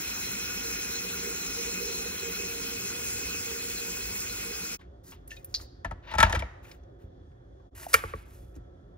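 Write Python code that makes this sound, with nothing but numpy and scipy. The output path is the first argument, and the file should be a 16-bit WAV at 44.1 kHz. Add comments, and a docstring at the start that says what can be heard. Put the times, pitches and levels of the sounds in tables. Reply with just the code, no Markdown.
"""A glass kettle at a hard boil hisses and gurgles: noise with peaks and hollows, pops through air modes.
A dip to silence ends the boil; a hand then swings the kettle over a stone counter and rattles it onto its base.
After a second dip a finger snaps the switch down: blows ring tables of modes, sliding skin is grainy noise.
A fridge hums behind. Left and right differ in level and phase by amounts that vary with pitch."""
import sys
import numpy as np
from scipy import signal
from scipy.fft import rfft, irfft, next_fast_len
from scipy.io import wavfile
from scipy.ndimage import uniform_filter1d, map_coordinates

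SR = 44100
rng = np.random.default_rng(int(sys.argv[2]) if len(sys.argv) > 2 else 0)


def generate_wav(sig):
    """Save sig (samples, or channels by samples) to the path in sys.argv[1] as 16-bit PCM at SR."""
    pcm = np.round(np.clip(np.atleast_2d(sig).T, -1, 1) * 32767).astype(np.int16)
    wavfile.write(sys.argv[1], SR, pcm)


N = 395577
T = np.arange(N) / SR

# Dips to silence. Each row: centre in seconds, fade on either side in seconds.
BREAKS = [(4.773, 0.031), (7.705, 0.034)]
# Switch lever, its snap and rebounds. Each row: start in seconds, peak in dB, drive of the counter thump in dB,
# scrape in seconds, hardness in dB per octave, favoured ring in Hz, favoured thump in Hz.
SNAPS = [(7.931, -20.5, -46, 0.018, 2.5, 1900, 66), (7.94, -3, -39, 0.0045, 0.6, 2300, 66),
         (8.037, -23, -38.5, 0.0013, -9, 1150, 79), (8.136, -26, -36.5, 0.0011, -9.5, 1155, 100),
         (8.561, -53, -43.5, 0.0065, -9.5, 453, 54.46)]
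# Modes of the kettle base. Each row: pitch in Hz, level in dB, t60 in seconds.
BASE = [(509.5, -13.5, 0.027), (643, 0, 0.04), (746, -3.5, 0.036), (891, 4.5, .04), (1170, 0, 0.017),
        (1330, 1, 0.065), (1621, 0.5, 0.032), (1722, 1, 0.049), (1920, 8, 0.014), (2257, 4, 0.021),
        (2610, 13.5, 0.0025), (3130, -1.5, 0.017), (3670, 6.5, 0.0053), (4250, -13.5, 0.0074),
        (5800, -11, 0.0068), (6400, -18, 0.0043)]


def boil():
    """Steam bubbles collapse into hiss; big ones gurgle in the air above the water."""
    hiss_db, sag_db_per_s = -37.5, 0.48  # the hiss thins out slowly
    size = next_fast_len(int(BREAKS[0][0] * SR))
    hiss = boil_hiss(size) * undb(hiss_db - sag_db_per_s * T[:size])
    # the gurgle is stronger on the right
    both = hiss + gurgle(size) * undb([[-9.0], [3.0]])
    return np.pad(both, ((0, 0), (0, N - size))) * (T < BREAKS[0][0])


def boil_hiss(size):
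    """Countless small collapses sum to coloured noise, its pitches bent by the heaving water."""
    # Sum of the channels of the hiss, nearly empty from 8 to 12 kHz while their difference stays. # Each row:
    # pitch in Hz, relative level in dB per Hz.
    hiss_mid = [(45, -30), (71, 0), (120, -24), (177, 4.5), (293, 1.5), (468, -5.5), (562, -13.5),
                (2020, -4), (2530, -4.5), (2910, -7.5), (6170, -4.5), (8040, -15), (8900, -90),
                (9460, -135), (11800, -14), (15400, -6)]
    # Difference of the channels before the peaks. Each row: pitch in Hz, relative level in dB per Hz.
    hiss_side = [(71, -51), (120, -22), (173, -7), (276, -11), (468, -0.5), (539, -8), (1270, -11),
                 (1550, -8), (1820, -6.5), (2530, -1.5), (3720, -7), (5250, 0), (8900, 0), (15400, -7)]
    # Likeness of difference to sum. Each row: pitch in Hz, lean from -1 (right) to 1 (left).
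    hiss_lean = [(120, -0.79), (450, -1.14), (700, -0.18), (1400, -0.31), (1750, 0.7), (2400, -0.074),
                 (15800, 0.087)]
    # Peaks and hollows of the hiss. Each row: pitch in Hz, width in Hz, gain in dB.
    hiss_peaks = [(182, 7.6, 7), (1453, 120, 9), (2220, 26, 4.5), (2550, 118, 11.5), (3650, 61, -8.5),
                  (4114, 87, 11), (4780, 330, -10), (5336, 47, 10), (5810, 250, 4), (6450, 100, 5.5),
                  (6830, 150, 4.5), (7370, 48, 14), (8030, 380, -17), (10000, 130, 21), (10000, 310, -8.5)]
    # Later change of the hiss's colour. Each row: pitch in Hz, width in Hz, gain in dB.
    late_peaks = [(3380, 390, 1.5), (3990, 270, -6), (4880, 480, 7.5), (5550, 850, -3), (8030, 430, 18)]
    change_s = (2.2, 3)
    ripple_db = 0.8  # fine roughness of the colour
    slosh_share, slosh_per_s = 0.005, 9  # pitch bend, spread as a share of pitch

    colour_db = humps(hiss_peaks, size) + ripple_db * walk(SR / 200, size // 2 + 1)
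    mid_db = along(hiss_mid, size) + colour_db
    side_db = along(hiss_side, size) + colour_db
    hiss = wash(size, mid_db, side_db, hiss_lean, shift=0.66, flicker_db=1.8, swell_db=0.1, step=1 / 3)

    changed = np.interp(T[:size], change_s, [0, 1])
    late_hiss = irfft(rfft(hiss) * undb(humps(late_peaks, size)), size)
    hiss = (1 - changed) * hiss + changed * late_hiss

    place = np.arange(size) + np.cumsum(slosh_share * walk(slosh_per_s, size))
    return np.array([map_coordinates(v, [place], order=4, mode="wrap") for v in hiss])


def gurgle(size):
    """Big bubbles pop at random and ring the air over the water."""
    # Modes of the air. Each row: pitch in Hz, level in dB, t60 in seconds.
    air_modes = [(239, 1.5, 0.28), (310, -12.5, 0.027), (376, 0, 0.1), (405.7, 3, 0.16), (464.8, 10, 0.15)]
    # Swell of the gurgle before the channels' offsets. Each row: time in seconds, level in dB.
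    gurgle_swell = [(0.0, -57), (.5, -51), (1.3, -44.5), (2.0, -44), (3.0, -47.5), (4.76, -51)]
    bubbles_per_s = 320
    hits = (rng.random(size) < bubbles_per_s / SR) * rng.standard_normal(size)
    pops = hits * undb(1.6 * np.minimum(rng.exponential(size=size), 3.5))
    rung = ring(band(pops, 280, 495), air_modes, 0.96)
    return level(rung, 0) * undb(np.interp(T[:size], *np.transpose(gurgle_swell)))


def blows(events, body, crack, crack_hz, rattle):
    """Each blow rings the body, cracks in the treble, rattles loose parts and then shakes the counter."""
    # Modes of the counter. Each row: pitch in Hz, level in dB, t60 in seconds.
    counter = [(53, -2, 0.35), (67, -4.5, 0.21), (83, -0.5, 0.21), (100, -7, 0.11), (136.8, -10, .1),
               (191, -8, 0.17), (270, -10, .08), (334, -10, 0.08)]
    thump_lag_s = 0.01
    touch = 0.95  # first touch re the scrape that follows
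    blow_top_hz, dulling_db_per_oct = 10870, 7.5  # softer blows lose an octave of top per this much hardness
    crack_db, crack_db_per_hardness = crack  # re peak at hardness 0, gain per step of hardness
    rattle_db, rattle_s = rattle  # re peak at hardness 0, decay time

    out, thump = np.zeros(N), np.zeros(N)
    shove = np.pad(np.hanning(110) / np.hanning(110).sum(), (0, SR // 2))
    for s, db, thump_db, scrape_s, hard_db, spot_hz, thump_hz in events:
        push = burst(scrape_s)
        # one sharp push within the scrape
        push[20] += touch * np.abs(push).max()

        rung = ring(push, struck(body, spot_hz, hard_db, 0.012))
        top_hz = blow_top_hz * 2 ** (min(hard_db, 0) / dulling_db_per_oct)
        add(out, s, peak(band(rung, 0.65 * body[0][0], top_hz), db))

        add(out, s, peak(band(push, *crack_hz), db + crack_db + crack_db_per_hardness * hard_db))

        loose = burst(rattle_s) * undb(2.2 * walk(80, len(push)))
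        add(out, s, peak(band(loose, 700, 3100), db + rattle_db + hard_db))

        shaken = ring(shove, struck(counter, thump_hz, 0, 0.03), 1)
        add(thump, s + thump_lag_s, undb(thump_db) * shaken)
    return out, thump


def struck(body, spot_hz, hard_db, detune):
    """A body's modes as one blow finds them: tilted by hardness, lifted near the spot, a little detuned."""
    spot_db, spot_oct = 6, 0.081  # the struck spot lifts modes near its favoured pitch
    bend = 1 + detune * rng.standard_normal(len(body))
    modes = []
    for (hz, db, t60), d in zip(body, bend):
        tilt_db = hard_db * np.log2(hz / 1000)
        lift_db = spot_db / (1 + (np.log2(hz / spot_hz) / spot_oct) ** 2)
        modes.append((hz * d, db + tilt_db + lift_db, t60))
    return modes


def ticks():
    """Light contacts: two pitches, a crowd of noise around them and a broad crack."""
    # Ticks, clinks and soft knocks of lid, handle, base and lever. 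Each row: start in seconds, peak in dB,
    # ring in Hz, second ring in Hz, t60 of the first ring in seconds, scrape in seconds.
    tick_table = [(4.791, -53, 1075, 3380, 0.0071, 0.018), (4.812, -52, 1410, 2130, 0.019, 0.0073),
                  (5.12, -45, 1070, 3000, 0.011, 0.012), (5.276, -39.5, 11600, 9100, 0.014, .004),
                  (5.305, -41, 2750, 6160, 0.018, 0.014), (5.315, -38, 1800, 2636, 0.11, 0.0022),
                  (5.366, -45, 2480, 3760, 0.098, .004), (5.445, -34.5, 12100, 10640, 0.0094, 0.004),
                  (5.541, -25.5, 4600, 5320, 0.027, 0.0044), (5.547, -25, 4180, 4700, 0.031, 0.0071),
                  (5.598, -47, 1175, 2350, 0.013, 0.0047), (5.611, -44, 4040, 6705, .018, 0.0046),
                  (6.335, -29, 499, 640, 0.027, 0.0052), (6.423, -30.5, 492, 2320, 0.081, 0.00056),
                  (6.648, -50, 2400, 1320, 0.019, 0.0075), (6.714, -45, 2374, 5330, 0.013, 0.0033),
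                  (6.834, -68, 6010, 2000, 0.011, 0.0035), (7.315, -70, 1510, 2479, .012, 0.0044),
                  (7.6, -63, 1100, 1492, 0.012, 0.0035), (7.865, -33.5, 686, 803, 0.023, 0.0014),
                  (8.553, -59.5, 6600, 5450, .013, 0.0052), (8.563, -43, 289.1, 253.2, 0.075, 0.0036)]
    second_ring_db, crowd_db = -3.5, -4
    crack_top_db, crack_hz, crack_db_per_oct = -8.5, 2500, -2.5  # crack is strongest for ticks near crack_hz
    out = np.zeros(N)
    for s, db, hz, second_hz, t60, scrape_s in tick_table:
        push = burst(scrape_s)
        crack_db = crack_top_db + crack_db_per_oct * abs(np.log2(hz / crack_hz))
        modes = [(hz, 0, t60), (second_hz, second_ring_db, 0.49 * t60)]
        add(out, s, peak(ring(push, modes), db))
        crowd = band(burst(1.8 * scrape_s), min(hz, second_hz), 1.2 * max(hz, second_hz))
        add(out, s, peak(crowd, db + crowd_db))
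        add(out, s, peak(band(push, 1500, 13000), db + crack_db))
    return out


def rub():
    """Grainy friction of skin and plastic, dull scrape under bright hiss; strokes grip, swell, sag, let go."""
    # Each row: start, loudest moment and end in seconds, first grip in dB, loudest in dB, dull part re level in dB.
    strokes = [(5.033, 5.112, 5.17, -63, -51.5, -13), (5.276, 5.302, 5.54, -77, -58.5, -10),
               (5.45, 5.622, 5.68, -80, -54.5, -9.5), (6.022, 6.127, 6.16, -86, -59.5, 16.5),
               (6.17, 6.247, 6.4, -59.5, -60, 12.5), (6.625, 6.722, 6.8, -66, -61.5, -1.5),
               (6.986, 7.024, 7.1, -82, -74, 0), (7.747, 7.84, 7.91, -56.5, -47.5, -5),
               (7.88, 7.9, 8.25, -55, -49.5, -8), (8.25, 8.343, 8.55, -74, -62, -8),
               (8.54, 8.556, 8.62, -73.5, -74, 1)]
    end_db, grip_s, let_go_s = -22.5, 0.006, 0.021  # end_db re loudest
    body_db = -5  # the base's own rings within the dull scrape
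    grain = rng.standard_normal(N) * undb(1.6 * walk(220, N))
    dull = level(band(grain, 680, 2800), 0) + level(ring(grain, BASE), body_db)
    bright = level(band(grain, 4600, 17000), 0)
    out = np.zeros(N)
    for start, top, end, grip_db, db, dull_db in strokes:
        edges = np.clip((T - start) / grip_s, 0, 1) * np.clip((end - T) / let_go_s, 0, 1)
        swell_db = np.interp(T, [start, top, end], [grip_db, db, db + end_db])
        out += edges * undb(swell_db) * (undb(dull_db) * dull + bright)
    return out


def heater():
    """The element sings faintly, as wavering sines, after the switch closes."""
    # Each row: pitch in Hz, typical amplitude in dB.
    element_tones = [(1320, -76), (1430, -85)]
    out = 0
    for hz, db in element_tones:
        waver = undb(db + 2.5 * walk(8, N))
        out = out + waver * np.sin(2 * np.pi * (hz * T + rng.random()))
    return out * (T > SNAPS[1][0])


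def kitchen():
    """Rumble of the house with the blurred hum and whirr of a fridge, as noise with humps."""
    # Sum of the channels before the fridge. Each row: pitch in Hz, relative level in dB per Hz.
    kitchen_mid = [(12, -33.5), (30, -19.5), (49, 1), (124, -9.5), (189, -31.5), (211, -22.5), (398, -20.5),
                   (433, -27), (540, -21), (587, -27.5), (966, -39), (1350, -40), (2040, -49.5),
                   (3460, -55), (6500, -58.5), (8500, -76), (15000, -79.5)]
    # Difference of the channels before the fridge and side_offset_db.
    # Each row: pitch in Hz, relative level in dB per Hz.
    kitchen_side = [(12, -47.5), (20, -29), (92, -8.5), (151, -18), (377, -10), (497, -10.5), (540, 0),
                    (674, -25), (733, -5), (889, -21.5), (1460, -19), (2100, -33), (15000, -49)]
    # Likeness of difference to sum. Each row: pitch in Hz, lean from -1 (right) to 1 (left).
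    kitchen_lean = [(20, -.3), (120, -.5), (400, -0.5), (800, -.1), (15000, 0.068)]
    # Humps of the fridge. Each row: pitch in Hz, width in Hz, gain in dB.
    fridge = [(179, 17, 16.5), (270, 19, 8), (352, 27, 8.5), (407, 11, 6.5), (583.4, 12, 6), (716, 19, 11),
              (1470, 200, 0.5), (1797, 290, 6), (2530, 890, -6.5), (3400, 330, 12.5)]
    kitchen_db, side_offset_db = -49.5, -16
    size = next_fast_len(N)
    hum_db = humps(fridge, size)
    mid_db = along(kitchen_mid, size) + hum_db
    side_db = along(kitchen_side, size) + side_offset_db + hum_db
    air = wash(size, mid_db, side_db, kitchen_lean, shift=0.46, flicker_db=1.6, swell_db=0.6, step=1)
    return air[:, :N] * undb(kitchen_db)


def near_stereo(x, width, lean, room_db):
    """A near sound in stereo: the channels differ in level, by a quarter-cycle shift and in their echoes."""
    scatter_per_s = 800
    size = next_fast_len(N)
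    lean = np.clip(along(lean, size), -1, 1)
    angle = np.arctan(undb(along(width, size)))
    direct = rfft(x, size)
    echo, other = rfft(room(room_db), size)
    # cluttered walls blur narrow rings over neighbouring pitches
    blurred = rfft(x * walk(scatter_per_s, N), size)
    total = (direct + blurred * echo) * np.cos(angle)
    shifted = lean + 1j * np.sqrt(1 - lean ** 2)
    diff = (direct * shifted + blurred * other) * np.sin(angle)
    return np.sqrt(2) * irfft([total + diff, total - diff], size)[:, :N]


def room(db):
    """Two noise tails of the tiled walls, decaying band by band."""
    # Each row: band in Hz, t60 in seconds, gain in dB before a slight treble cut.
    walls = [(150, 1, -2), (500, 0.68, -2.5), (1490, 0.81, -1.5), (4000, 0.68, -0.5), (10030, 0.6, -1)]
    t = T[:SR]
    tail = 0
    for hz, t60, gain_db in walls:
        noise = band(rng.standard_normal((2, SR)), hz / 3.3, hz * 1.5)
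        tail = tail + noise * undb(gain_db - 60 * t / t60) / hz ** 0.066
    tail = tail * np.clip(t / 0.0045, 0, 1)
    return tail * undb(db) / np.sqrt(np.sum(tail[0] ** 2))


def wash(size, mid_db, side_db, lean, shift, flicker_db, swell_db, step):
    """Stereo noise in bands step octaves wide that swell together and flicker alone."""
    a, b = rfft(rng.standard_normal((2, size)))
    lean = np.clip(along(lean, size), -1, 1)
    # shift: share of the unlike part that is the same noise a quarter cycle on
    apart = 1j * shift * a + np.sqrt(1 - shift ** 2) * b
    side = lean * a + np.sqrt(1 - lean ** 2) * apart
    pair = np.array([a * undb(mid_db), side * undb(side_db)])
    octave = np.log2(np.fft.rfftfreq(size, 1 / SR) + 1)
    out, swell = 0, walk(1.0, size)
    for centre in np.arange(4, 15, step):
        share = np.clip(1 - np.abs(octave - centre) / step, 0, 1)
        gain_db = swell_db * swell + flicker_db * walk(12 / step, size)
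        out = out + irfft(pair * share, size) * undb(gain_db)
    return np.array([out[0] + out[1], out[0] - out[1]]) / np.sqrt(np.mean(out[0] ** 2))


def humps(peaks, size):
    """Peaks and hollows (Hz, width Hz, dB) as dB at every bin of a spectrum."""
    hz = np.fft.rfftfreq(size, 1 / SR)
    return sum(db / (1 + (2 * (hz - f) / width) ** 2) for f, width, db in peaks)


def along(table, size):
    """A (Hz, value) table read at every bin of a spectrum."""
    hz, value = np.transpose(table)
    return np.interp(np.log(np.fft.rfftfreq(size, 1 / SR) + 1), np.log(hz), value)


def ring(x, modes, sign=-1):
    """Decaying modes driven by x; with sign -1 neighbours swing against each other."""
    out = 0
    for k, (hz, db, t60) in enumerate(modes):
        pole = np.exp(2j * np.pi * hz / SR - np.log(1000) / (t60 * SR))
        out = out + sign ** k * undb(db) * signal.lfilter([1], [1, -pole], x).imag
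    return out


def burst(scrape_s):
    """Noise of a contact that grates for a moment."""
    t = T[:SR // 2]
    return rng.standard_normal(len(t)) * t ** 0.22 * np.exp(-t / max(scrape_s, 0.0003) * 1.01)


def walk(rate, size):
    """Random levels held 1 / rate s and slewed twice; spread near 1."""
    k = int(SR / rate)
    held = np.repeat(rng.standard_normal(size // k + 1), k)
    return 1.34 * uniform_filter1d(uniform_filter1d(held, k), k)[:size]


def band(x, lo_hz, hi_hz):
    """Band-pass from lo_hz to hi_hz."""
    sos = signal.butter(2, [lo_hz, min(hi_hz, 0.45 * SR)], "band", fs=SR, output="sos")
    return signal.sosfilt(sos, x)


def undb(db):
    """Amplitude factor of a level in dB."""
    return 10 ** (np.asarray(db) / 20)


def level(x, db):
    """x scaled to an rms in dB."""
    return x * undb(db) / np.sqrt(np.mean(x ** 2))


def peak(x, db):
    """x scaled to a peak in dB."""
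    return x * undb(db) / np.abs(x).max()


def add(out, s, x):
    """Mix x into out from s seconds on."""
    i = int(s * SR)
    out[i:i + len(x)] += x[:N - i]


def scene():
    """Boil, handling and switch over the kitchen, with dips to silence."""
    # Kettle on base. Each row: start in seconds, peak in dB, drive of the counter thump in dB, scrape in seconds,
    # hardness in dB per octave, favoured ring in Hz, favoured thump in Hz.
    knock_table = [(5.846, -22, -34.5, 0.0058, -6, 715, 53), (5.910, -28, -37, 0.0046, -7, 706, 87),
                   (6.113, -34, -46, 0.012, -2.5, 1750, 62), (6.137, -22, -39, 0.0058, -6, 870, 66),
                   (6.151, -24.5, -32.5, 0.0044, -2.5, 866, 66), (6.183, -13.5, -26, 0.0085, 0, 900, 190),
                   (6.202, -10, -29, 0.0056, 2, 1330, 190), (6.228, -4, -21.5, 0.0035, 0.5, 854, 84),
                   (6.245, -22.5, -34, 0.0052, -1.5, 1800, 270.4),
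                   (6.265, -24, -36, 0.0033, -5.5, 1750, 120), (6.296, -25.5, -35, 0.0063, 0, 900, 100),
                   (6.325, -18, -34, 0.0027, 2, 1680, 139), (6.348, -21.5, -35, 0.008, 1, 1430, 139),
                   (6.36, -25.5, -27.5, 0.0027, -1, 900, 67), (6.392, -36, -35, 0.0065, 9, 1860, 100),
                   (6.422, -28, -36.5, 0.004, -12, 693, 66), (7.03, -70, -41.5, .012, -12, 597, 99.7)]
    # Modes of the switch lever. Each row: pitch in Hz, level in dB, t60 in seconds.
    lever = [(342.7, -24.5, 0.083), (438, -6.5, 0.075), (545, 0, 0.031), (871, -13, 0.066),
             (1127, -0.5, 0.042), (1408, 6, 0.023), (1675, 2, 0.027), (1897, 4, 0.02), (2327, 2.5, 0.024),
             (2500, -10, 0.015), (2826, -3, 0.025), (3136, -15.5, 0.011), (3820, -14, 0.0099)]
    # Stereo width before and after the last dip, very wide at 8 to 11 kHz before it.
    # Each row: pitch in Hz, side level re middle in dB.
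    widths = [
        [(60, 0), (200, -19), (400, -8), (800, -0.5), (2400, 0.5), (5000, -2.5), (7000, 4.5), (8500, 26.5),
         (11000, 25), (12500, 6.5)],
        [(60, -21), (200, 6), (400, -7), (1300, 4), (2400, -4), (5000, -5), (8500, 5.5), (10000, -1),
         (11500, -5), (14000, 8.5)],
    ]
    # Likeness of side to middle, before and after. Each row: pitch in Hz, lean from -1 (right) to 1 (left).
    leans = [
        [(300, -.3), (700, 0.85), (2000, 0.37), (8000, -0.15)],
        [(300, -.3), (1000, -.05), (8000, -.03)],
    ]
    # Echo level in dB, before and after the last dip.
    room_levels = [-21, -21.5]

    knocks, thud = blows(knock_table, BASE, crack=(-8, 1.5), crack_hz=(2200, 9500), rattle=(-12.5, 0.014))
    snaps, bump = blows(SNAPS, lever, crack=(-8, 3.3), crack_hz=(2500, 16000), rattle=(-34, 0.11))
    near = knocks + snaps + ticks() + rub()
    late = T > BREAKS[1][0]
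    handled = near_stereo(near * ~late, widths[0], leans[0], room_levels[0])
    handled = handled + near_stereo(near * late, widths[1], leans[1], room_levels[1])
    fades = np.prod([np.clip(np.abs(T - s) / fade_s, 0, 1) for s, fade_s in BREAKS], axis=0)
    return (boil() + kitchen() + heater() + handled + thud + bump) * fades


def record(dry):
    """The phone cuts the deep bass, rounds the loudest peaks and cuts the top."""
    bass_hz, top_hz, headroom = 44, 15730, 0.95
    dry = signal.sosfilt(signal.butter(5, bass_hz, "high", fs=SR, output="sos"), dry)
    rounded = headroom * np.tanh(dry / headroom)
    return signal.sosfilt(signal.ellip(14, 0.2, 80, top_hz, fs=SR, output="sos"), rounded)


dry = scene()
out = record(dry)
generate_wav(out)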